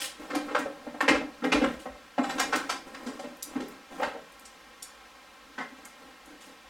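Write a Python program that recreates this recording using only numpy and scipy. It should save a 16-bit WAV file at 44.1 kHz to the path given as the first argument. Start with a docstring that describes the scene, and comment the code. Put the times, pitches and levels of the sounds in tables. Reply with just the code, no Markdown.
"""In a garage, under steady air noise, a shoe scuffs the concrete (again, fainter, at 1.8 s and near the end).
A plastic front bumper is then pulled off its mounts by hand: it rubs along its guides from 0.2 s on,
and the shell cracks, knocks and booms, most densely up to about 4 s. Clips tick from 0.3 s to 6.3 s,
the car body thuds between 1 and 4 s, and a loose metal fitting rings thinly around 2.2 s.
Noise bursts, decaying modes and a room tail make it; the recorder doubles everything 3.8 ms apart: hollow."""
import sys
import numpy as np
from scipy import signal
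from scipy.fft import rfft, irfft
from scipy.io import wavfile

SR = 44100
rng = np.random.default_rng(int(sys.argv[2]) if len(sys.argv) > 2 else 0)


def file_out(sig):
    """Save sig as 16-bit WAV at sys.argv[1]."""
    # one column per channel
    cols = np.atleast_2d(sig).T
    # limit, then scale
    lim = np.clip(cols, -1, 1)
    pcm = np.round(lim * 32767).astype(np.int16)
    wavfile.write(sys.argv[1], SR, pcm)


N = 295029
TIME = np.arange(N) / SR
AGE = TIME[:SR // 2]  # time since an event began, half a second
SHORT_AGE = AGE[:SR // 5]


def undb(db):
    """Decibels to amplitude."""
    return 10 ** (np.asarray(db) / 20)


def unit(x):
    """Scale to rms 1."""
    return x / np.sqrt(np.mean(x ** 2))


def blow(x, db):
    """Set the rms level of the first 20 ms."""
    return x * undb(db) / np.sqrt(np.mean(x[:SR // 50] ** 2))


def fade(t60):
    """Exponential decay that loses 60 dB in t60 seconds."""
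    return np.exp(-np.log(1000) * AGE / t60)


def add(out, s, x):
    """Mix x in at time s."""
    i = int(s * SR)
    out[i:i + len(x)] += x[:N - i]


def colour(x, points):
    """Minimum-phase filter through (frequency [Hz], level [dB]) points."""
    hz, db = np.transpose(points)
    size = 4096
    bins = np.fft.rfftfreq(size, 1 / SR).clip(1)
    log_gain = np.log(undb(np.interp(np.log(bins), np.log(hz), db)))
    # folding the cepstrum onto positive times makes the filter causal
    cepstrum = irfft(log_gain)
    cepstrum[1:size // 2] *= 2
    cepstrum[size // 2 + 1:] = 0
    impulse = irfft(np.exp(rfft(cepstrum)))
    return signal.fftconvolve(x, impulse)[:len(x)]


def butter(x, hz, kind, order=2):
    """Butterworth filter, its edges kept below half the sample rate."""
    edges = np.minimum(hz, SR / 2 - 500)
    return signal.sosfilt(signal.butter(order, edges, kind, fs=SR, output="sos"), x)


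def grit(size, spread_db):
    """Dense micro-contacts whose strength jumps every 32 samples."""
    strength = np.repeat(rng.standard_normal(size // 32 + 1), 32)[:size]
    return unit(rng.standard_normal(size) * undb(spread_db * strength))


def walk(rate):
    """Random wander, spread near 1, through `rate` straight-line knots per second."""
    knots = rng.standard_normal(4096)
    return np.interp(TIME * rate, np.arange(len(knots)), knots)


def strokes(rows, attack_s, release_s, sag_db_per_s=0):
    """Each stroke grips, eases off while it lasts (if a sag is given) and dies away."""
    out = np.zeros(N)
    age = TIME[:2 * SR]
    for s, length, db in rows:
        shape = np.minimum(age / attack_s, 1) * np.exp(-np.maximum(age - length, 0) / release_s)
        add(out, s, shape * undb(db - sag_db_per_s * age))
    return out


# spectrum of the garage air: (frequency [Hz], relative density [dB per Hz])
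AIR = [(20, -19), (35, -21), (50, 1.5), (75, -15.5), (120, -7.5), (230, -6.5), (400, -5), (750, -4.5),
       (1100, -2.5), (2300, -7), (4500, -14), (8000, -21.5), (12000, -25), (16000, -30)]
AIR_DB = -54  # rms before the doubling


def background():
    """Steady garage air: coloured noise whose level wavers slightly."""
    air = unit(colour(rng.standard_normal(N), AIR))
    return air * undb(AIR_DB + 0.14 * walk(2))


# reverberation of the garage: (frequency [Hz], decay time t60 [s])
ROOM_T60 = [(150, 0.43), (400, 0.48), (1000, 0.25), (3000, 0.36), (8000, 0.26), (16000, 0.14)]


def garage(x, low_db=-3.5, high_db=-2.5, build_s=0.0032):
    """Diffuse tail of decaying noise in octave bands, weakest but longest in the low middle."""
    hz, t60 = np.transpose(ROOM_T60)
    tail = 0
    for centre in 125 * 2. ** np.arange(8):
        decay = fade(np.interp(np.log(centre), np.log(hz), t60))
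        shape = decay * (1 - np.exp(-(AGE / build_s) ** 2))
        noise = butter(rng.standard_normal(len(AGE)), centre * np.sqrt([.5, 2]), "band", order=3)
        gain = undb(np.interp(centre, [400, 1800], [low_db, high_db]))
        tail = tail + noise * shape / np.sqrt(np.sum(shape ** 2)) * gain
    return signal.fftconvolve(x, tail)[:N]


# the car body takes the jolt: (time [s], level of the thud's peak [dB])
JOLTS = [(1.093, -41), (1.531, -38.5), (1.639, -53), (1.751, -54), (1.879, -53), (3.559, -58),
         (4.03, -57.5)]


def jolts(start_hz=86, end_hz=25, sag_s=0.069, swell_s=0.028, rumble_db=-9):
    """A deep, uneven thud gliding down in pitch: gliding sine plus low noise."""
    out = np.zeros(N)
    hz = end_hz + (start_hz - end_hz) * np.exp(-AGE / sag_s)
    swell = AGE / swell_s * np.exp(1 - AGE / swell_s)
    for s, db in JOLTS:
        thud = np.sin(2 * np.pi * np.cumsum(hz) / SR) * swell ** 2
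        noise = butter(rng.standard_normal(len(AGE)), np.array([35, 85]), "band")
        rumble = unit(noise) * np.sqrt(swell)
        add(out, s, undb(db) * (thud + undb(rumble_db) * rumble))
    return out


# a loose metal fitting is tapped: (time [s], level [dB])
TAPS = [(2.189, -62), (2.231, -53.5), (2.291, -50)]
# its modes: (frequency [Hz], relative level [dB], decay time t60 [s])
FITTING = [(3970, -4, 0.15), (7170, -5, 0.17), (7160, -12, 0.17), (7520, -5, 0.14), (7900, -8, 0.2),
           (11600, -17, 0.13)]


def fitting():
    """A small metal part rings thinly as the bumper slides past it: a sum of decaying sines."""
    out = np.zeros(N)
    for s, db in TAPS:
        ring = 0
        for hz, gain_db, t60 in FITTING:
            strength = undb(gain_db + 2 * rng.standard_normal())  # differs at each tap
            ring = ring + strength * fade(t60) * np.sin(2 * np.pi * hz * AGE)
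        add(out, s, blow(ring, db))
    return out


# clips and grit, levels before the trim clip_db:
# (time [s], level [dB], centre [Hz], decay time t60 [s], body relative to snap [dB])
TICKS = [(0.349, -43.5, 9100, 0.031, -18), (.585, -52, 11000, 0.037, -15), (1.008, -47.5, 9400, 0.024, -22),
         (1.085, -63, 13500, .03, -15), (1.446, -56, 11000, .04, -19), (2.397, -45.5, 9300, 0.023, 14.5),
         (2.554, -44.5, 10700, .066, -20), (3.366, -61, 11000, .015, -25), (3.425, -36, 8900, 0.015, -3),
         (3.68, -54, 11000, 0.023, -15), (4.009, -57, 14000, .04, -20), (4.319, -62, 9400, .01, -20),
         (4.393, -55.5, 8800, .0073, -24), (4.452, -49, 6160, 0.078, -23), (4.824, -40, 7900, 0.025, -4.5),
         (5.85, -48, 8700, .026, -12), (6.256, -58.5, 8440, 0.022, -16)]
CLIP_WIDTH, CLIP_BODY_RATIO = 1.42, 0.66  # band edge over centre; pitch of the body over that of the snap


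def clips(clip_db=-3):
    """Small stiff parts snap as short bright noise, their body sounding about a fifth lower."""
    out = np.zeros(N)
    edges = np.array([1 / CLIP_WIDTH, CLIP_WIDTH])
    for s, db, hz, t60, body_db in TICKS:
        burst = rng.standard_normal(len(AGE)) * fade(t60)
        snap = butter(burst, hz * edges, "band")
        body = butter(burst, CLIP_BODY_RATIO * hz * edges, "band")
        add(out, s, blow(snap, db + clip_db))
        add(out, s, blow(body, db + clip_db + body_db))
    return out


# shoe on concrete, levels before the trim scuff_db: (time [s], length [s], level [dB])
SCUFFS = [(0, 0.039, -33.5), (1.79, .02, -52), (6.4, 0.063, -55.5)]
# colour of the sole: (frequency [Hz], relative level [dB])
SCUFF_COLOUR = [(120, -17), (200, -11), (305, -3.5), (409, -13), (538, -2), (950, -7.5), (3250, 1),
                (3690, -4.5), (9400, -5), (16000, -18)]


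def scuffing(scuff_db=-2):
    """A sole drags over gritty concrete: uneven micro-contacts in brief strokes."""
    sole = unit(colour(grit(N, spread_db=4.5), SCUFF_COLOUR))
    return undb(scuff_db) * sole * strokes(SCUFFS, attack_s=0.0027, release_s=0.029)


# each pull slides the plastic along its guides, levels before the trim slide_db:
# (time [s], length [s], level at the start [dB])
PULLS = [(.17, 0.35, -42), (.55, 1, -46.5), (1.55, 0.19, -39.5), (2.24, 0.51, -37), (2.84, 0.52, -42.5),
         (3.45, 0.3, -46), (3.89, 0.18, -41.5), (4.39, 0.037, -58), (5.43, .05, -54.5), (5.76, 0.054, -51),
         (5.96, 0.1, -48.5), (6.25, 0.074, -49.5), (6.44, 0.07, -52)]
# colour of the rubbing: (frequency [Hz], relative level [dB])
SLIDE_COLOUR = [(100, -14.5), (190, -7), (280, -0.5), (380, -1.5), (550, -6), (1000, -10), (2000, -16.5),
                (4000, -29), (8000, -29.5), (16000, -40)]


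def rubbing(slide_db=-5):
    """The shell sticks and slips along its guides: micro-contacts of wandering strength."""
    slips = grit(N, spread_db=4) * undb(2.5 * walk(60))
    pulls = strokes(PULLS, attack_s=0.032, release_s=0.048, sag_db_per_s=10)
    return undb(slide_db) * unit(colour(slips, SLIDE_COLOUR)) * pulls


def contact(x, hz, q):
    """Low-pass at the contact corner with hardly any resonance: the contact responds up to its own pitch and
    passes little above it."""
    w = 2 * np.tan(np.pi * hz / SR)
    return signal.lfilter(*signal.bilinear([w * w], [1, w / q, w * w]), x)


# colour of the cracks: (frequency [Hz], relative level [dB])
CRACK_COLOUR = [(100, -53.5), (400, -4.5), (800, -.5), (1300, 4), (2400, -2), (4000, -3.5), (7000, -2),
                (11000, -2.5), (16000, -9)]
CRUNCH_DB = 4  # scatter in the strength of the micro-contacts within a crack


def chatter(rise, corner_hz, db, crack_t60=0.1, contact_q=0.72):
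    """A crack is a fresh, decaying burst of micro-contacts heard through the contact."""
    burst = grit(len(rise), CRUNCH_DB) * rise * fade(crack_t60)[:len(rise)]
    return blow(contact(colour(burst, CRACK_COLOUR), corner_hz, contact_q), db)


# modes of the shell: (frequency [Hz], relative level [dB], decay time t60 [s])
SHELL = [(149, 2.5, 0.13), (167.6, -3, 0.54), (227, -2, 0.18), (258, 3, 0.084), (289.2, 0, 0.13),
         (313.6, -2, 0.12), (379, 7.5, 0.15), (419, 8, 0.22), (503.7, -1.5, 0.12), (498, 13, 0.017),
         (576.5, 0.5, 0.14), (641, 3, 0.11), (754, 11, 0.079), (825, 5.5, 0.16), (930, 14, 0.09),
         (1030, -37, 0.16), (1116, -14, 0.11), (1282, -2, 0.17), (1461, 7, 0.092), (1659, -4.5, 0.17),
         (1932, 1.5, 0.13), (2103, 5, 0.087), (2346, 0, 0.038), (2590, 5.5, 0.029), (2946, -2, 0.045)]


def shell(centre_hz, octaves, arrive_s, others, detune=0.0295):
    """The place of a blow favours the modes near one pitch; bending detunes them a little."""
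    hz, db, t60 = np.transpose(SHELL)[:, :, None]
    nearness = np.exp(-.5 * (np.log2(hz / centre_hz) / octaves) ** 2)
    weight = undb(db) * (others + nearness)
    hz = hz * (1 + detune * rng.standard_normal(hz.shape))
    # the modes fall roughly into step as the bending wave arrives
    phase = rng.uniform(0, 2 * np.pi) + 0.6 * rng.standard_normal(hz.shape)
    decay = np.exp(np.float32(-np.log(1000) * SHORT_AGE / t60))
    swing = np.sin(np.float32(2 * np.pi * hz * (SHORT_AGE - arrive_s) + phase))
    return np.sum(weight * decay * swing, axis=0)


# the shell catches and lets go, levels before the trims flex_db, knock_db and crack_db:
# (time [s], rise [ms], flexing [dB], knock [Hz], knock [dB], crack [dB], crack corner [Hz])
KNOCKS = [ (.298, 6.5, -46, 465, -42, -39.5, 2770), (.328, 10, -41, 535, -40, -40, 1810),
          (.348, 0.63, -32, 680, -38, -35, 4540), (.483, 2.7, -69, 547, -46, -40, 1500),
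          (.508, 3, -45, 510, -39, -45.5, 2400), (.548, 0.14, -49, 605, -34.5, -25.5, 1600),
          (.584, 1.1, -36, 610, -58, -45.5, 7000), (.657, 0.25, -54, 580, -35.5, -45, 990),
          (.866, 0.87, -40.5, 584, -41, -53, 1300), (.942, 1.2, -51, 620, -43.5, -50, 1400),
          (1.005, 0.87, -35.5, 650, -43, -26, 1690), (1.079, 0.55, -25.5, 500, -31.5, -22.5, 2800),
          (1.086, 0.55, -27.5, 2650, -24, -28.5, 3470), (1.142, 3.8, -46, 520, -32.5, -34, 2400),
          (1.209, 2, -39, 590, -39, -50.5, 1500), (1.419, 3.9, -37.5, 1630, -45, -54, 1510),
          (1.434, 12, -30, 500, -33, -34, 2270), (1.518, 3.5, -27, 2680, -27, -25.5, 3400),
          (1.551, 1.7, -42, 530, -31.5, -35, 1940), (1.613, 3.9, -28, 570, -32, -38, 2200),
          (1.636, 0.81, -35, 550, -30, -31, 1940), (1.855, 2, -45.5, 596, -38, -45, 1070),
          (2.179, 1.8, -27, 677, -28.5, -32.5, 1290), (2.234, 5.3, -48, 730, -39.5, -37.5, 2790),
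          (2.291, 4.3, -52, 730, -40.5, -36.5, 3770), (2.379, 1.8, -62, 815, -41, -36.5, 3500),
          (2.394, 1.3, -47, 800, -35.5, -27, 4700), (2.523, 13, -39, 1530, -31, -26.5, 2370),
          (2.554, 1.2, -46, 624, -64, -37, 6900), (2.691, 4.2, -51, 885, -38.5, -30, 4900),
          (2.943, .9, -63, 945, -58, -44.5, 2510), (3.058, 20, -37, 510, -46.5, -45.5, 5740),
          (3.191, 3.1, -60, 630, -41.5, -47, 6140), (3.237, 6, -48, 550, -42, -50, 2400),
          (3.551, 7.7, -31.5, 560, -46, -46, 1900), (3.6, 2.2, -55, 390, -37, -46, 4730),
          (3.995, 11, -69, 580, -35, -40.5, 1490), (4.018, 3.3, -51, 960, -32, -41.5, 1880),
          (4.028, 0.53, -51, 620, -34.5, -30.5, 2050), (4.147, 5.8, -59, 577, -40.5, -54.5, 1800),
          (5.579, 2.9, -46, 1650, -35.5, -42, 2720), (5.603, 2.2, -61, 1740, -40, -42.5, 2010),
          (5.719, 2.7, -52.5, 736, -74, -68, 2000), (5.851, 1, -72, 2200, -56, -55.5, 2600)]
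# a crack of FULL_DB has force 1; the harder the crack, the later and higher the shell's boom
FULL_DB, SPRING_S, STIFFEN_HZ = -23, .028, 22
# the boom sinks in pitch as the bumper leaves its mounts
HELD_HZ, FREE_HZ, FREE_AT_S = 289.6, 258.5, 2.1
# two rebounds follow each blow: mean gap, level of the first, change at the second
REBOUND_S, REBOUND_DB, REBOUND_LOSS_DB = .04, -15.5, -5.5


def bumper(flex_db=-.5, knock_db=0.8, crack_db=0, flex_lag_s=0.0074, rebound_ring_db=-8):
    """Each catch cracks and knocks the shell, which booms and rebounds; one row per place along it."""
    places = np.zeros((5, N))
    swell = 1 - np.exp(-SHORT_AGE / flex_lag_s)  # the heavy flexing builds up last
    for k, (s, rise_ms, flex, knock_hz, knock, crack, corner_hz) in enumerate(KNOCKS):
        place = places[k % len(places)]  # blows take the places in turn
        force = undb(crack - FULL_DB)
        rise = 1 - np.exp(-SHORT_AGE * 1000 / rise_ms)
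        flex_hz = np.interp(s, [0, FREE_AT_S], [HELD_HZ, FREE_HZ]) + STIFFEN_HZ * force
        flexing = rise * swell * shell(flex_hz, octaves=0.092, arrive_s=0.00601, others=0.059)
        boom = blow(flexing, flex + flex_db)
        knocking = rise * shell(knock_hz, octaves=0.2, arrive_s=0.00299, others=0.095)
        ring = blow(knocking, knock + knock_db)
        add(place, s, ring + chatter(rise, corner_hz, crack + crack_db))
        add(place, s + SPRING_S * force, boom)
        delays = np.cumsum(REBOUND_S * (.5 + rng.random(size=2)))
        for n, delay in enumerate(delays):
            rebound = undb(rebound_ring_db) * ring + chatter(rise, corner_hz, crack + crack_db)
            add(place, s + delay, undb(REBOUND_DB + n * REBOUND_LOSS_DB) * rebound)
    return places


# how much the two sides differ: (frequency [Hz], level [dB])
WIDTH = [(30, -19), (70, -5), (130, -7), (280, -27), (550, -26), (1100, -24), (2200, -17.5), (4500, -16),
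         (8500, -13), (10500, -12), (16000, -36)]


def scene():
    """Every place has its own paths through the room; the sides differ only a little."""
    small_parts = clips() + fitting() + scuffing() + rubbing()
    sources = [*bumper(), small_parts]
    mid = sum(x + garage(x) for x in sources) + jolts() + background()
    side = colour(garage(sum(sources)) + background(), WIDTH)
    return np.array([mid + side, mid - side])


DOUBLE_S, DOUBLE_GAIN, DOUBLE_TOP_HZ = .003771, .68, 8900  # lead, gain and treble limit of the early copy
TOP_HZ = 16700


def record(dry):
    """The recorder adds a duller, weaker copy just ahead, combing all but the top treble, and cuts the top."""
    hz = np.fft.rfftfreq(2 * N, 1 / SR)
    early = DOUBLE_GAIN / (1 + (hz / DOUBLE_TOP_HZ) ** 16)
    late = np.exp(-2j * np.pi * hz * DOUBLE_S)
    hollow = irfft(rfft(dry, 2 * N) * (early + late))[:, :N]
    return signal.sosfilt(signal.ellip(8, .2, 70, TOP_HZ, fs=SR, output="sos"), hollow)


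dry = scene()
out = record(dry)
file_out(out)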